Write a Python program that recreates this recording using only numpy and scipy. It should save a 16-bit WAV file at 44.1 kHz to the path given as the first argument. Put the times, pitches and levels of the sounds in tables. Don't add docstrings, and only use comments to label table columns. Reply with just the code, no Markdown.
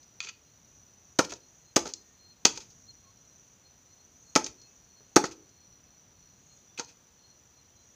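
import sys
import numpy as np
from scipy import signal
from scipy.fft import rfft, irfft, next_fast_len
from scipy.io import wavfile
from scipy.ndimage import map_coordinates

SR = 44100
rng = np.random.default_rng(int(sys.argv[2]) if len(sys.argv) > 2 else 0)


def unload_audio(sound):
    columns = np.transpose(np.atleast_2d(sound))
    steps = np.round(np.clip(columns, -1, 1) * 32767)
    wavfile.write(sys.argv[1], SR, steps.astype(np.int16))


def attenuation_scalar(level_db):
    decades = np.asarray(level_db, float) / 20
    return 10 ** decades


N = 350991

# pitch_hz, level_db (per Hz)
NIGHT_COLOR = [(20, -5), (50, 1.5), (100, 0.5), (250, -7.5), (700, -11.5), (2000, -17), (5300, -18.5),
               (7300, -25.5), (8000, -30), (11000, -31.5), (14000, -32.5), (15000, -19.5), (15400, -23),
               (15600, -62.5)]
# pitch_hz, level_db (rms)
CIRCUIT_WHINE = (11000, -100)
# pitch_hz, width_hz, level_db (rms), pulses_per_s, swell_db
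CRICKET_CROWDS = [(4215, 170, -84, 21, 6), (5857, 230, -66, 59, 2), (6035, 160, -66.5, 28, 1),
                  (6510, 550, -70, 31, 4), (7036, 420, -77, 24, 0.5)]
# peak_s, level_db (rms), pitch_hz, fade_s (time to fall 20 dB)
NEAR_CHIRPS = [(.48, -77, 4178, .06), (.85, -78.5, 4240, 0.3), (1.14, -74, 4240, 0),
               (1.445, -70, 4249, .06), (1.672, -67.5, 4190, 0.08), (1.981, -61, 4215, 0.1),
               (2.28, -61, 4210, 0.12), (2.895, -56, 4200, 0.04), (3.02, -73.5, 4246, 0.33),
               (3.29, -75, 4160, 0.23), (3.665, -64, 4223, 0.03), (3.995, -69.5, 4230, 0.14),
               (4.31, -63.5, 4280, .08), (4.634, -59.5, 4275, .06), (4.96, -68, 4300, 0.2),
               (5.07, -71, 4200, 0.35), (5.585, -71.5, 4260, 0.2), (5.78, -77, 4200, 0.16),
               (5.91, -75, 4250, .08), (6.225, -71, 4286, 0.14), (6.53, -64.5, 4224, 0.07),
               (6.88, -59, 4248, 0.06), (7.25, -63.5, 4257, 0.08), (7.6, -75, 4180, 0.1),
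               (7.805, -70, 4095, .06)]
# start_s, length_s, pitch_hz, level_db (rms)
FAR_INSECTS = [(1.984, 0.19, 1840, -78), (1.0, .15, 2600, -84), (3.032, 0.099, 1090, -76),
               (4.618, .15, 2600, -79.5), (5.74, 0.25, 2600, -84), (6.5, 0.23, 3530, -86),
               (6.66, 0.16, 3500, -80), (7.6, 0.31, 3190, -83.5)]
# start_s, level_db (rms), length_s
HAND_JOLTS = [(1.197, -52, .08), (1.27, -57, .12), (1.757, -56.5, .17), (2.447, -58, 0.19),
              (4.36, -58.5, 0.11), (4.46, -58.5, .07), (5.221, -62, 0.16), (5.64, -67, .12), (6.8, -67, .1)]
# start_s, peak_db, first_touch_early_s, first_touch_db, spark_share_db
HARD_KNOCKS = [
    (1.1906, -4.5, 0.0023, -9, 1.5),
    (1.7643, -2.5, 0.0036, -10, 2),
    (2.4531, 1, .0025, -6.5, -3),
    (4.3605, -1.5, 0.0067, -6.5, -3),
    (5.1646, -2, .0047, -7, 3.5),
    (6.7964, -16, 0.008, -25, -7.5),
]
# start_s, peak_db, rim_share_db, t60_s
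PIPE_BOUNCES = [(1.2451, -23, -3, 0.044), (1.293, -30, -5, 0.08), (1.304, -30, -1, .05),
                (1.3201, -24, -1, .042), (1.352, -42.5, 4, 0.097), (1.7912, -23, -10, 0.02),
                (1.8546, -27, -6, 0.053), (1.867, -26.5, -4, .05), (1.876, -26.5, -10, .02),
                (1.884, -29, -6, 0.098), (2.553, -29, -6, 0.12), (2.5744, -23, -14, 0.033),
                (2.5986, -32.5, -0.5, 0.13), (4.4633, -19.5, -4, 0.032), (4.472, -32, 2, .07),
                (5.2384, -19.5, -16, 0.053), (5.250, -22.5, 0, 0.08), (5.3103, -33, 1, 0.085),
                (6.7754, -29.5, 10.5, 0.054), (6.878, -39.5, 2, .14)]
# start_s, peak_db, rim_share_db, t60_s
RIM_DRAGS = [(0.2039, -20, 10, 0.016), (.206, -30.5, 12, 0.066), (.2258, -31, 0, 0.044),
             (.2346, -33, 9, 0.044), (.241, -31, 0, .07), (0.247, -29, 3, .025), (.258, -34, 0, 0.065),
             (.268, -33.5, 15.5, 0.084), (0.2878, -30, 9, .015), (.290, -27, 7.5, .035)]
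# start_s, peak_db, t60_s
STONE_LANDINGS = [(.0278, -40.5, .045), (1.337, -25, 0.018), (1.9369, -15.5, 0.02), (2.6973, -40, .1),
                  (4.4432, -15.5, .025), (4.4535, -28, .02), (4.6149, -40, .04), (5.318, -37, 0.026),
                  (5.4914, -43, .022), (6.8468, -36, .015)]
# pitch_hz, level_db (per Hz)
GRIT_COLOR = [(400, -39), (1000, -17.5), (2000, -16), (3900, -10), (5080, -4), (5600, -5), (6340, 0),
              (7000, -8.5), (7700, -22), (9000, -40.5), (12000, -73), (16000, -110)]
# pitch_hz, width_hz, level_db
RIM_RESONANCES = [(1320, 120, -10.5), (2549, 260, -1), (3384, 700, -7.5), (4820, 600, -2.5)]
# pitch_hz, level_db (per Hz)
SPARK_COLOR = [(5000, -28.5), (7700, -1), (9500, -9.5), (12500, -18.5), (14000, -12.5), (15000, -9),
               (15700, -16), (16500, -44)]
# start_s, peak_db, first_mode_hz, contact_s, wall_thump_db
PIPE_BLOWS = [(.25, -39, 467, 0.00074, -7), (1.1902, -7, 450.3, 0.00053, 6),
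              (1.3218, -27.5, 450, 0.00063, 1), (1.7639, -8.5, 369.4, 0.0006, 3.5),
              (1.855, -32, 400, 0.00023, 4), (1.867, -31, 397.4, 0.00014, 1.5),
              (2.4532, -17, 453.3, 0.00026, 8), (2.574, -34.5, 427, 0.00026, -9),
              (4.360, -8, 359, 0.00031, 4), (4.463, -36, 405, 0.00067, -3), (5.005, -52, 430, 0.00092, 5),
              (5.160, -19, 400, .0003, -9.5), (5.1642, -3.5, 368.9, 0.00037, 6),
              (5.183, -21, 361, 0.0018, -5), (5.2394, -20, 394, 0.00077, 7.5),
              (6.788, -32, 473, 0.00023, -10), (6.796, -24.5, 463, 0.00018, -4)]
# above_first_mode_hz, level_db, ring_time_share (no unit)
AIR_MODES = [(0, -0.5, 0.91), (483.6, 0, 1.2), (946, -5.5, .8), (1390, -11.5, 0.77), (1830, -12, .6),
             (2280, -15, .6)]
# pitch_hz, level_db, t60_s
WALL_MODES = [(336.2, 1, .03), (690, -7, .02), (850, -9, .03), (1285, -1.5, 0.047), (1550, -8, .015)]
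# pitch_hz, level_db (per Hz)
THUD_COLOR = [(40, -40), (110, -24.5), (250, -10), (400, 0), (670, -2), (1000, -10.5), (1300, -2),
              (1700, -11.5), (2500, -20), (5000, -79.5)]
# pitch_hz, t60_s
YARD_ECHO = [(100, 0.21), (320, 0.42), (430, 0.44), (580, .3), (2000, 0.25), (6000, 0.25), (12000, .2)]


def unit(x):
    return x / np.sqrt(np.mean(x ** 2) + 1e-20)


def along(points, hz):
    point_hz, value = np.transpose(points)
    return np.interp(np.log(hz + 1), np.log(point_hz + 1), value)


def wobble(rate):
    knots = rng.standard_normal(int(N * rate / SR) + 4)
    return map_coordinates(knots, [np.arange(N) * rate / SR])


def noise(gain):
    size = next_fast_len(N)
    spectrum = rfft(rng.standard_normal(size)) * gain(np.fft.rfftfreq(size, 1 / SR))
    return unit(irfft(spectrum, size)[:N])


def causal(x, points):
    size = 4096
    level_db = along(points, np.fft.rfftfreq(size, 1 / SR))
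    cepstrum = irfft(np.log(attenuation_scalar(level_db) + 1e-6))
    cepstrum[1:size // 2] *= 2
    cepstrum[size // 2 + 1:] = 0
    response = irfft(np.exp(rfft(cepstrum)))[:size // 2]
    return signal.fftconvolve(x, response / np.linalg.norm(response))[:len(x)]


def highpass(x, hz):
    return signal.sosfilt(signal.butter(2, hz, "high", fs=SR, output="sos"), x)


def add(track, s, x):
    track[round(s * SR):][:len(x)] += x


def night():
    night_db = -64
    air = noise(lambda f: attenuation_scalar(along(NIGHT_COLOR, f)))
    rumble = noise(lambda f: attenuation_scalar(along(NIGHT_COLOR, f)) * (f < 300)) * attenuation_scalar(2.5 * wobble(2.6))
    whine_hz, whine_db = CIRCUIT_WHINE
    whine = attenuation_scalar(whine_db + 4) * np.sin(2 * np.pi * whine_hz * np.arange(N) / SR)
    return attenuation_scalar(night_db - 0.5) * air + attenuation_scalar(night_db - 6.5) * rumble + whine


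def cricket_chorus():
    t, out = np.arange(N) / SR, np.zeros(N)
    for hz, width, db, rate, swell_db in CRICKET_CROWDS:
        band = noise(lambda f: 1 / (1 + ((f - hz) / (width / 2)) ** 2))
        pulses = 1 + 0.35 * np.sin(2 * np.pi * rate * t + 1.9 * wobble(4))
        swell = attenuation_scalar(swell_db * wobble(6.5) + 0.91 * wobble(1.0))
        out += attenuation_scalar(db) * unit(band * pulses * swell)
    return out


def near_cricket():
    t, out = np.arange(N) / SR, np.zeros(N)
    roundness = 1.4
    blur, tremble_db = 1.3 * wobble(60), 4.5 * wobble(35)
    for s, db, hz, fade in NEAR_CHIRPS:
        near = slice(max(round((s - 2 * fade) * SR), 0), round((s + 2 * fade) * SR))
        swell_db = db - 20 * abs((t[near] - s) / fade) ** roundness
        tone = np.sin(2 * np.pi * hz * t[near] + blur[near])
        out[near] += attenuation_scalar(swell_db + 1.5 + tremble_db[near]) * tone
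    return out


def far_insects():
    t, out = np.arange(N) / SR, np.zeros(N)
    for s, length, hz, db in FAR_INSECTS:
        swell = np.sin(np.pi * np.clip((t - s) / length, 0, 1))
        tone = np.sin(2 * np.pi * hz * t + 0.84 * wobble(45))
        out += attenuation_scalar(db + 5 + 3.4 * wobble(37)) * swell * tone
    return out


def jolts():
    shudder_hz = 75
    out, shudder = np.zeros(N), noise(lambda f: 1 / (1 + (f / shudder_hz) ** 2))
    for s, db, length in HAND_JOLTS:
        piece = shudder[round(s * SR):][:round(length * SR)]
        add(out, s, attenuation_scalar(db + 6.5) * unit(piece) * np.hanning(len(piece)))
    return out


def contacts():
    rows = []
    for s, db, rim_db, t60 in RIM_DRAGS:
        rows.append((s, db, rim_db, t60, -22, False))
    for s, db, t60 in STONE_LANDINGS:
        rows.append((s, db, -20, t60, -19, True))
    for s, db, rim_db, t60 in PIPE_BOUNCES:
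        spark_db = -1.5 + 0.35 * min(rim_db, 0)
        rows.append((s, db, rim_db, t60, spark_db, False))
    for s, db, early, touch_db, spark_db in HARD_KNOCKS:
        steps = [(-early, touch_db, 0.022),
                 (0, db, 0.02),
                 (0.0026, db - 9, 0.045),
                 (0.011, db - 17, 0.05)]
        for later, level_db, t60 in steps:
            rows.append((s + later, level_db, -5, t60, spark_db, False))
    return rows


def grit():
    pipe_grit, rim, spark, stones = np.zeros((4, N))
    t = np.arange(SR // 6) / SR
    for s, db, rim_db, t60, spark_db, loose in contacts():
        life = max(t60, 0.004)
        shape = attenuation_scalar(-60 * t / life) * (1 - np.exp(-t / (0.69 * life ** 2)))
        grain_size = attenuation_scalar(3.8 * rng.standard_normal(len(t)))
        cracks = shape * rng.standard_normal(len(t)) * grain_size / 1.4
        cracks[:1] += 0.074 / life
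        add(stones if loose else pipe_grit, s, attenuation_scalar(db - 6.5) * cracks)
        add(rim, s, attenuation_scalar(db - 6.5 + rim_db - 10) * cracks)
        add(spark, s, attenuation_scalar(db - 6.5 + spark_db - 19) * cracks)
    hz = np.geomspace(100, SR / 2, num=300)
    rim_power = sum(attenuation_scalar(2 * db) / (1 + ((hz - center) / (width / 2)) ** 2) ** 1.6
                    for center, width, db in RIM_RESONANCES)
    rim_color_db = 10 * np.log10(rim_power) - 40 * (hz / 12000) ** 2
    ground = pipe_grit + highpass(stones, 4500)
    rim_sound = causal(rim, np.transpose([hz, rim_color_db]))
    return causal(ground, GRIT_COLOR) + rim_sound + causal(spark, SPARK_COLOR)


def pipe():
    ring, thud, t = np.zeros(N), np.zeros(N), np.arange(SR // 3) / SR
    ring_t60_s = 0.11
    for s, db, hz, touch, wall_db in PIPE_BLOWS:
        sway = np.cumsum(rng.standard_normal((len(AIR_MODES), len(t))), axis=1) * 0.075
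        body = np.zeros(len(t))
        for (up, level, share), drift in zip(AIR_MODES, sway):
            fade = attenuation_scalar(level - 60 * t / (share * ring_t60_s))
            body += fade * np.sin(2 * np.pi * (hz + up) * t + drift)
        for wall_hz, level, life in WALL_MODES:
            body += attenuation_scalar(level + wall_db - 60 * t / life) * np.sin(2 * np.pi * wall_hz * t)
        push = np.exp(-((t[:200] - touch) / (0.5 * touch)) ** 2)
        add(ring, s, attenuation_scalar(db - 12) * np.convolve(body, push / push.sum())[:len(t)])
        thud_shape = attenuation_scalar(db + wall_db - 9 - 60 * t / 0.047) * (1 - np.exp(-t / 0.00088))
        add(thud, s, thud_shape * rng.standard_normal(len(t)))
    return highpass(ring, 130) + causal(thud, THUD_COLOR)


def yard(x, wet_db):
    out, step = np.zeros(N + SR), SR // 4
    for start in range(0, N, step):
        hz, t, cells = signal.stft(rng.standard_normal(SR // 2), SR, nperseg=512)
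        fade = attenuation_scalar(-60 * t / along(YARD_ECHO, hz)[:, None])
        tail = signal.istft(cells * fade, SR, nperseg=512)[1]
        echo = signal.fftconvolve(x[start:start + step], tail / np.linalg.norm(tail))
        add(out, start / SR + 0.006, echo)
    return attenuation_scalar(wet_db) * out[:N]


def scene():
    background = night() + cricket_chorus() + near_cricket() + far_insects()
    cracks, body = grit(), pipe()
    echoes = yard(cracks, wet_db=-13.5) + yard(body, wet_db=-16)
    return (background + jolts() + echoes + cracks + body)[None]


def low_pass(x):
    return signal.sosfilt(signal.butter(12, 16660, fs=SR, output="sos"), x)


def record(dry):
    heard = highpass(dry, 70)
    clipped = np.clip(heard, -1.0, 1.0)
    top_cut = signal.cheby2(12, 80, 17100, fs=SR, output="sos")
    mix = signal.sosfiltfilt(top_cut, clipped)
    return low_pass(mix)


dry = scene()
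out = record(dry)
unload_audio(out)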